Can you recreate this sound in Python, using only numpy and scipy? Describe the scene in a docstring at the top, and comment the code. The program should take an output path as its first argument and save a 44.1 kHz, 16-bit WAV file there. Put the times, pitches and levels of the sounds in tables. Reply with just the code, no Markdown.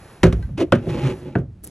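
"""A carpeted wooden panel is lowered into its frame in a small camper: it bangs, scuffs, slides and thumps home.
Blows are cracks, clacks and thuds of noise over ringing panel modes, with the cramped cabin booming around them;
scrapes are tiny random slips through wood resonances; the wobble and carpet brushing are shaped noise.
A loose fitting pings across the cabin, and at the end something ticks right at the two-port microphone."""
import sys
import numpy as np
from scipy import signal
from scipy.fft import rfft, irfft, next_fast_len
from scipy.io import wavfile
from scipy.ndimage import uniform_filter1d, minimum_filter1d, map_coordinates

SR = 44100
rng = np.random.default_rng(int(sys.argv[2]) if len(sys.argv) > 2 else 0)


def generate_wav(signal):
    """Clip the signal to [-1, 1] and save it as 16-bit WAV at the path in sys.argv[1]."""
    frames = np.transpose(np.atleast_2d(signal))
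    scaled = np.clip(frames, -1, 1) * 32767
    pcm = np.round(scaled).astype(np.int16)
    wavfile.write(sys.argv[1], SR, pcm)


N = 74970


def amp(db):
    """Decibels to gain."""
    return 10 ** (np.asarray(db) / 20)


def unit(x):
    """Scale to rms 1."""
    return x / np.sqrt(np.mean(x ** 2) + 1e-20)


def seconds():
    """The time of each sample."""
    return np.arange(N) / SR


def filtered(x, response):
    """x times a complex response of frequency, padded so that the end does not wrap round."""
    m = next_fast_len(N + SR // 2)
    return irfft(rfft(x, m) * response(np.fft.rfftfreq(m, 1 / SR)), m)[..., :N]


def coloured(x, points):
    """x through (frequency [Hz], level [dB]) points on a log frequency axis."""
    f, db = np.transpose(points)
    return filtered(x, lambda hz: amp(np.interp(np.log(hz + 1), np.log(f + 1), db)))


def noise(points):
    """Coloured noise of rms 1."""
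    return unit(coloured(rng.standard_normal(N), points))


def gains(rows):
    """A gain per sample for each dB column."""
    times, *columns = np.transpose(rows)
    return [amp(np.interp(seconds(), times, db)) for db in columns]


def steady(x, span_s):
    """Even out the chance swells of x, leaving rms near 1."""
    power = uniform_filter1d(x * x, max(3, int(span_s * SR)))
    return x / np.sqrt(np.abs(power) + 1e-9)


def add(track, s, sound):
    """Mix a sound in at time s."""
    i = int(s * SR)
    track[i:i + len(sound)] += sound[:N - i]


def ring(modes, rise_s):
    """Damped sines of alternating sign that swell over rise_s, each level varying a little at random."""
    t = seconds()[:SR]
    total = np.zeros(len(t))
    for k, (hz, t60, db) in enumerate(modes):
        decay = amp(db + rng.normal(0, .7) - 60 * t / t60)
        total += (-1) ** k * decay * np.sin(2 * np.pi * hz * t)
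    return total * (1 - np.exp(-t / rise_s))


def burst(tone, decay):
    """Crowded wood modes heard as noise: a quick direct part, then the cabin's short tail."""
    rise_s, direct_s, tail_db, tail_s = decay
    t = seconds()[:SR]
    direct = amp(-60 * t / direct_s)
    tail = amp(tail_db - 60 * t / tail_s)
    envelope = np.hypot(direct, tail) * (1 - np.exp(-t / rise_s))
    return steady(noise(tone), .008)[:len(t)] * envelope


# spectrum of the cabin's faint rumble: (frequency [Hz], relative level [dB])
RUMBLE_TONE = [(30, -1), (120, 0.5), (400, -12), (1500, -26), (10000, -43), (14000, -75)]
RUMBLE_DB = -56


def cabin_rumble():
    """The faint, mostly low rumble of the cabin is steady noise."""
    return amp(RUMBLE_DB) * noise(RUMBLE_TONE)


# carpet brushing: (time [s], level [dB])
BRUSH = [(0, -47), (.13, -47), (.22, -51), (.45, -53.5), (.55, -62.5), (.75, -61.5), (.9, -47.5),
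         (1.2, -48), (1.33, -63), (1.4, -57), (1.44, -77), (1.7, -66)]
# its spectrum: (frequency [Hz], relative level [dB])
BRUSH_TONE = [(400, -1), (900, -6), (1800, -9.5), (3000, -17), (7000, -23), (11200, -16), (12200, -37),
              (16000, -75)]


def carpet_brush():
    """Carpet brushing is soft noise that swells and fades."""
    return gains(BRUSH)[0] * noise(BRUSH_TONE)


# small close ticks: (time [s], level before doubling [dB])
TICKS = [(1.6387, -32), (1.6432, -26), (1.6474, -28), (1.651, -32), (1.6693, -38), (1.6745, -30)]
# their spectrum: (frequency [Hz], relative level [dB])
TICK_TONE = [(2000, -26), (6000, -17), (8000, -4), (10700, 3), (13500, -21), (16000, -33)]
# rustle under the ticks: (time [s], level [dB])
RUSTLE = [(1.62, -85), (1.636, -47), (1.655, -46), (1.675, -41), (1.7, -50)]
# its spectrum: (frequency [Hz], relative level [dB])
RUSTLE_TONE = [(100, 0), (300, 6), (900, -15), (3000, -24), (11000, -15), (13000, -33), (16000, -55)]
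TICK_T60_S = .003


def ticks():
    """A quick run of bright, rapidly decaying ticks over a soft rustle, right at the microphone."""
    out, t = np.zeros(N), seconds()[:SR // 50]
    for s, db in TICKS:
        envelope = 2 * amp(db - 60 * t / TICK_T60_S)
        add(out, s, envelope * steady(noise(TICK_TONE), .001)[:len(t)])
    return out + gains(RUSTLE)[0] * noise(RUSTLE_TONE)


# crack spectrum: (frequency [Hz], relative level [dB])
CRACK = [(400, -18), (1000, 5), (3800, -1), (8000, -9), (10600, -9), (12800, -32), (16000, -72)]
# crack decay: (rise [s], direct t60 [s], tail level [dB], tail t60 [s])
CRACK_DECAY = (.0002, .025, -17, .135)


def crack():
    """The sharp bright edge of a contact."""
    return burst(CRACK, CRACK_DECAY)


# modes of the loose metal fitting: (frequency [Hz], t60 [s], level [dB])
FITTING = [(1561, .09, -39), (1960, .08, -46), (4156, .06, -49)]
FITTING_S, FITTING_CLICK_DB = .426, -46
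MODE_RISE_S = .002  # for the fitting and the panel


def fitting():
    """A loose metal fitting pings once, its modes set off with a click, as the panel wobbles."""
    out = np.zeros(N)
    add(out, FITTING_S, ring(FITTING, MODE_RISE_S) + amp(FITTING_CLICK_DB) * crack())
    return out


# the panel flexing: (time [s], level [dB])
WOBBLE = [(0, -49), (.22, -52), (.28, -28), (.56, -30), (.66, -39), (1.13, -37), (1.22, -46), (1.46, -40),
          (1.7, -48)]
# its spectrum: (frequency [Hz], relative level [dB])
WOBBLE_TONE = [(20, -28), (38, -8), (48, -2), (100, 0), (170, -5), (300, -24), (3000, -110)]
JUDDER_S, JUDDER_LENGTH_S, JUDDER_HZ, JUDDER_DB = 1.053, .03, 134, -16


def wobble():
    """The moving panel flexes as low noise, with a brief sine shudder where it binds."""
    t = seconds() - JUDDER_S
    swell = np.exp(-(t / JUDDER_LENGTH_S) ** 2)
    judder = amp(JUDDER_DB) * swell * np.sin(2 * np.pi * JUDDER_HZ * t)
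    return gains(WOBBLE)[0] * steady(noise(WOBBLE_TONE), .05) + judder


# rasp spectrum: (frequency [Hz], relative level [dB])
RASP = [(200, -6), (900, 2.5), (1600, -2.5), (2700, 0), (4200, -11), (6800, -17), (11000, -19),
        (12300, -45), (16000, -85)]
SLIPS_PER_S, SLIP_SPREAD_DB = 13000, 3
GRIP_PER_S, GRIP_DB = 70, 2  # the grip comes and goes in random surges


def scrape(stroke, body):
    """Tiny slips rasp directly and make the wood groan at its resonances."""
    slips = (rng.random(N) < SLIPS_PER_S / SR) * rng.standard_normal(N)
    slips = slips * amp(SLIP_SPREAD_DB * rng.standard_normal(N))

    def wood(f):
        return sum((-1) ** k * amp(db) * 1j * f * width / (centre ** 2 - f * f + 1j * f * width)
                   for k, (centre, width, db) in enumerate(body))

    groan_gain, rasp_gain = gains(stroke)
    dull = coloured(filtered(slips, wood), [(600, -2), (9000, -50)])
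    surges = map_coordinates(rng.standard_normal(N), [seconds() * GRIP_PER_S], mode="mirror")
    groan = groan_gain * steady(dull, .03)
    rasp = rasp_gain * steady(coloured(slips, RASP), .025)
    return amp(GRIP_DB * surges) * (groan + rasp)


# brief scuff on the frame: (time [s], groan level [dB], rasp level [dB])
SCUFF = [(.57, -80, -75), (.578, -32, -35), (.594, -22, -37), (.606, -18, -29), (.624, -16, -34),
         (.648, -24, -54), (.662, -34, -58), (.76, -70, -90)]
# wood resonances of the scuff: (frequency [Hz], width [Hz], level [dB])
SCUFF_BODY = [(325, 55, 2.5), (405, 35, -9), (570, 50, -19), (690, 110, -15)]


def scuff():
    """An edge scuffs the frame: a brief scrape."""
    return scrape(SCUFF, SCUFF_BODY)


# long slide into place: (time [s], groan level [dB], rasp level [dB])
SLIDE = [(.6, -90, -100), (.78, -35, -53), (.858, -36, -54), (.9, -25.5, -40), (.95, -26, -42),
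         (1.01, -26, -36), (1.11, -23, -36), (1.145, -33, -54), (1.19, -43, -64), (1.28, -33, -53),
         (1.37, -41, -58), (1.45, -75, -100)]
# wood resonances of the slide: (frequency [Hz], width [Hz], level [dB])
SLIDE_BODY = [(140, 35, -1), (275, 40, -6), (354, 30, -1), (390, 30, -7), (470, 45, -13), (610, 80, -15),
              (835, 25, -12)]


def slide():
    """The panel slides along the wood: a long scrape."""
    return scrape(SLIDE, SLIDE_BODY)


# cabin air modes: (frequency [Hz], t60 [s], level [dB])
CABIN = [(52, .85, -9), (64, .45, -3.5), (90, .45, -3)]


def cabin_boom():
    """The air of the cramped cabin rings in a few low modes that swell slowly."""
    return ring(CABIN, .01)


# clack spectrum: (frequency [Hz], relative level [dB])
CLACK = [(100, -14), (400, -4), (600, 0), (900, -8), (1500, 0), (2100, -11), (3100, -11), (4800, -28),
         (12000, -62)]
# clack decay: (rise [s], direct t60 [s], tail level [dB], tail t60 [s])
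CLACK_DECAY = (.0005, .028, -14, .155)


def clack(bright_hz):
    """The woody knock of a contact, duller when the contact is softer."""
    contact = signal.butter(2, min(bright_hz, SR / 4), fs=SR, output="sos")
    return signal.sosfilt(contact, burst(CLACK, CLACK_DECAY))


# names of the places struck, in the order of the level columns below
PLACES = ("edge", "face", "foot")
# panel modes: (frequency [Hz], t60 [s], level struck at the edge [dB], on the face [dB], at the foot [dB])
PANEL = [(108, .38, -7, -20, -18), (133, .3, -15, -26, -17), (169, .17, -3.5, -16, -24),
         (239, .22, -13, -13, -32), (321, .15, -12, -24, -17), (352, .15, -19, -12, -28),
         (366, .14, -4, -27, -20), (397, .15, -12, -23.5, -20), (456, .13, -13, -28, -26),
         (516, .15, -14, -12, -35), (580, .06, -16, -6, -28), (690, .08, -18, -23.5, -19),
         (1480, .036, -34, -9, -19)]
# thud spectrum: (frequency [Hz], relative level [dB])
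THUD = [(70, -11), (130, -2), (200, 0), (450, -11), (800, -29), (4000, -100)]
# thud decay: (rise [s], direct t60 [s], tail level [dB], tail t60 [s])
THUD_DECAY = (.003, .1, -9, .26)
# thud under the ring: (level struck at the edge [dB], on the face [dB], at the foot [dB])
THUD_DB = (-8, -12, -12)


def panel_body(place, bright_hz):
    """The place struck sets how strongly each panel mode rings; a soft contact excites the high ones less."""
    where = PLACES.index(place)
    modes = []
    for hz, t60, *levels in PANEL:
        softness_db = 10 * np.log10(1 + (hz / bright_hz) ** 4)
        modes.append((hz, t60, levels[where] - softness_db))
    return ring(modes, MODE_RISE_S) + amp(THUD_DB[where]) * burst(THUD, THUD_DECAY)


# blows: (time [s], place struck, panel level [dB], cabin boom level [dB], clack level [dB],
#         crack level [dB], brightness of the contact [Hz])
KNOCKS = [(.232, "edge", -1, -10, -12, -12, 3000), (.2375, "edge", -5, -30, -5, -14, 3000),
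          (.267, "face", -13, -30, -24, -34, 900), (.3255, "edge", -20, -20, -26, -30, 3200),
          (.388, "foot", -21, -23, -60, -70, 600), (.490, "face", -35, -30, -39, -75, 700),
          (.722, "face", 2, -31, -5.5, -21, 3600), (.752, "face", -11, -36, -25, -35, 1800),
          (.867, "edge", -15, -34, -40, -50, 1800), (1.3535, "foot", -1.5, -28, -16, -47, 1900),
          (1.384, "foot", -8, -30, -34, -48, 200)]
BEND_DELAY_S = .001  # the bass arrives after the crack
CHATTER_S, CHATTER_LOSS_DB = .006, 7  # longest gap between rebounds, loss at each


def knocks():
    """Each blow cracks and clacks, rebounds weaker three times, sounds the panel and booms in the cabin."""
    out = np.zeros(N)
    for s, place, panel_db, boom_db, clack_db, crack_db, bright_hz in KNOCKS:
        add(out, s, amp(crack_db) * crack() + amp(clack_db) * clack(bright_hz))
        rebounds_s = np.cumsum(CHATTER_S * rng.uniform(.5, 1, size=3))
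        for k, lag_s in enumerate(rebounds_s, 1):
            add(out, s + lag_s, amp(crack_db - k * CHATTER_LOSS_DB) * crack())
        body = amp(panel_db) * panel_body(place, bright_hz)
        add(out, s + BEND_DELAY_S, body + amp(boom_db) * cabin_boom())
    return out


# phase between the microphone ports: (frequency [Hz], lead of the left [rad])
PORT_PHASE = [(1500, 0), (3000, 1), (4650, 1.4), (5050, 5), (6000, 6.2), (9000, 9.4), (12400, 12.5)]
RIGHT_DB, DIFFUSE_DB = .6, -21  # right over left; wall reflections before their colouring


def stereo(x):
    """The two ports differ in phase, more so in the treble; faint wall reflections differ between them."""
    t = seconds()[:SR // 8]
    walls = rng.standard_normal(len(t)) * amp(-60 * t / .12)
    reflected = signal.fftconvolve(x, walls / np.linalg.norm(walls))[:N]
    side = amp(DIFFUSE_DB) * coloured(reflected, [(60, -18), (500, 2)])
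    sign = np.array([[1], [-1]])  # left, right

    def ports(hz):
        return np.exp(.5j * sign * np.interp(hz, *np.transpose(PORT_PHASE)))

    return filtered(x, ports) * amp(-sign * RIGHT_DB / 2) + sign * side


# microphone colour: (frequency [Hz], level [dB])
MIC = [(20, -10), (45, 1), (8000, 0)]


def scene():
    """Panel, carpet and ticks reach the microphone ports over the faint rumble of the cabin."""
    panel = knocks() + fitting() + wobble() + scuff() + slide()
    heard = coloured(panel + carpet_brush() + ticks(), MIC)
    return stereo(heard) + cabin_rumble()


CEILING, LIMIT_HOLD_S, TOP_HZ = .88, .002, 16500


def record(dry):
    """A fast limiter holds the bangs down; nothing passes above the band limit."""
    width = max(4, int(LIMIT_HOLD_S * SR))
    needed = np.minimum(1, CEILING / (np.abs(dry).max(axis=0) + 1e-9))
    gain = uniform_filter1d(minimum_filter1d(needed, width), width)
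    return filtered(dry * gain, lambda hz: hz < TOP_HZ)


dry = scene()
out = record(dry)
generate_wav(out)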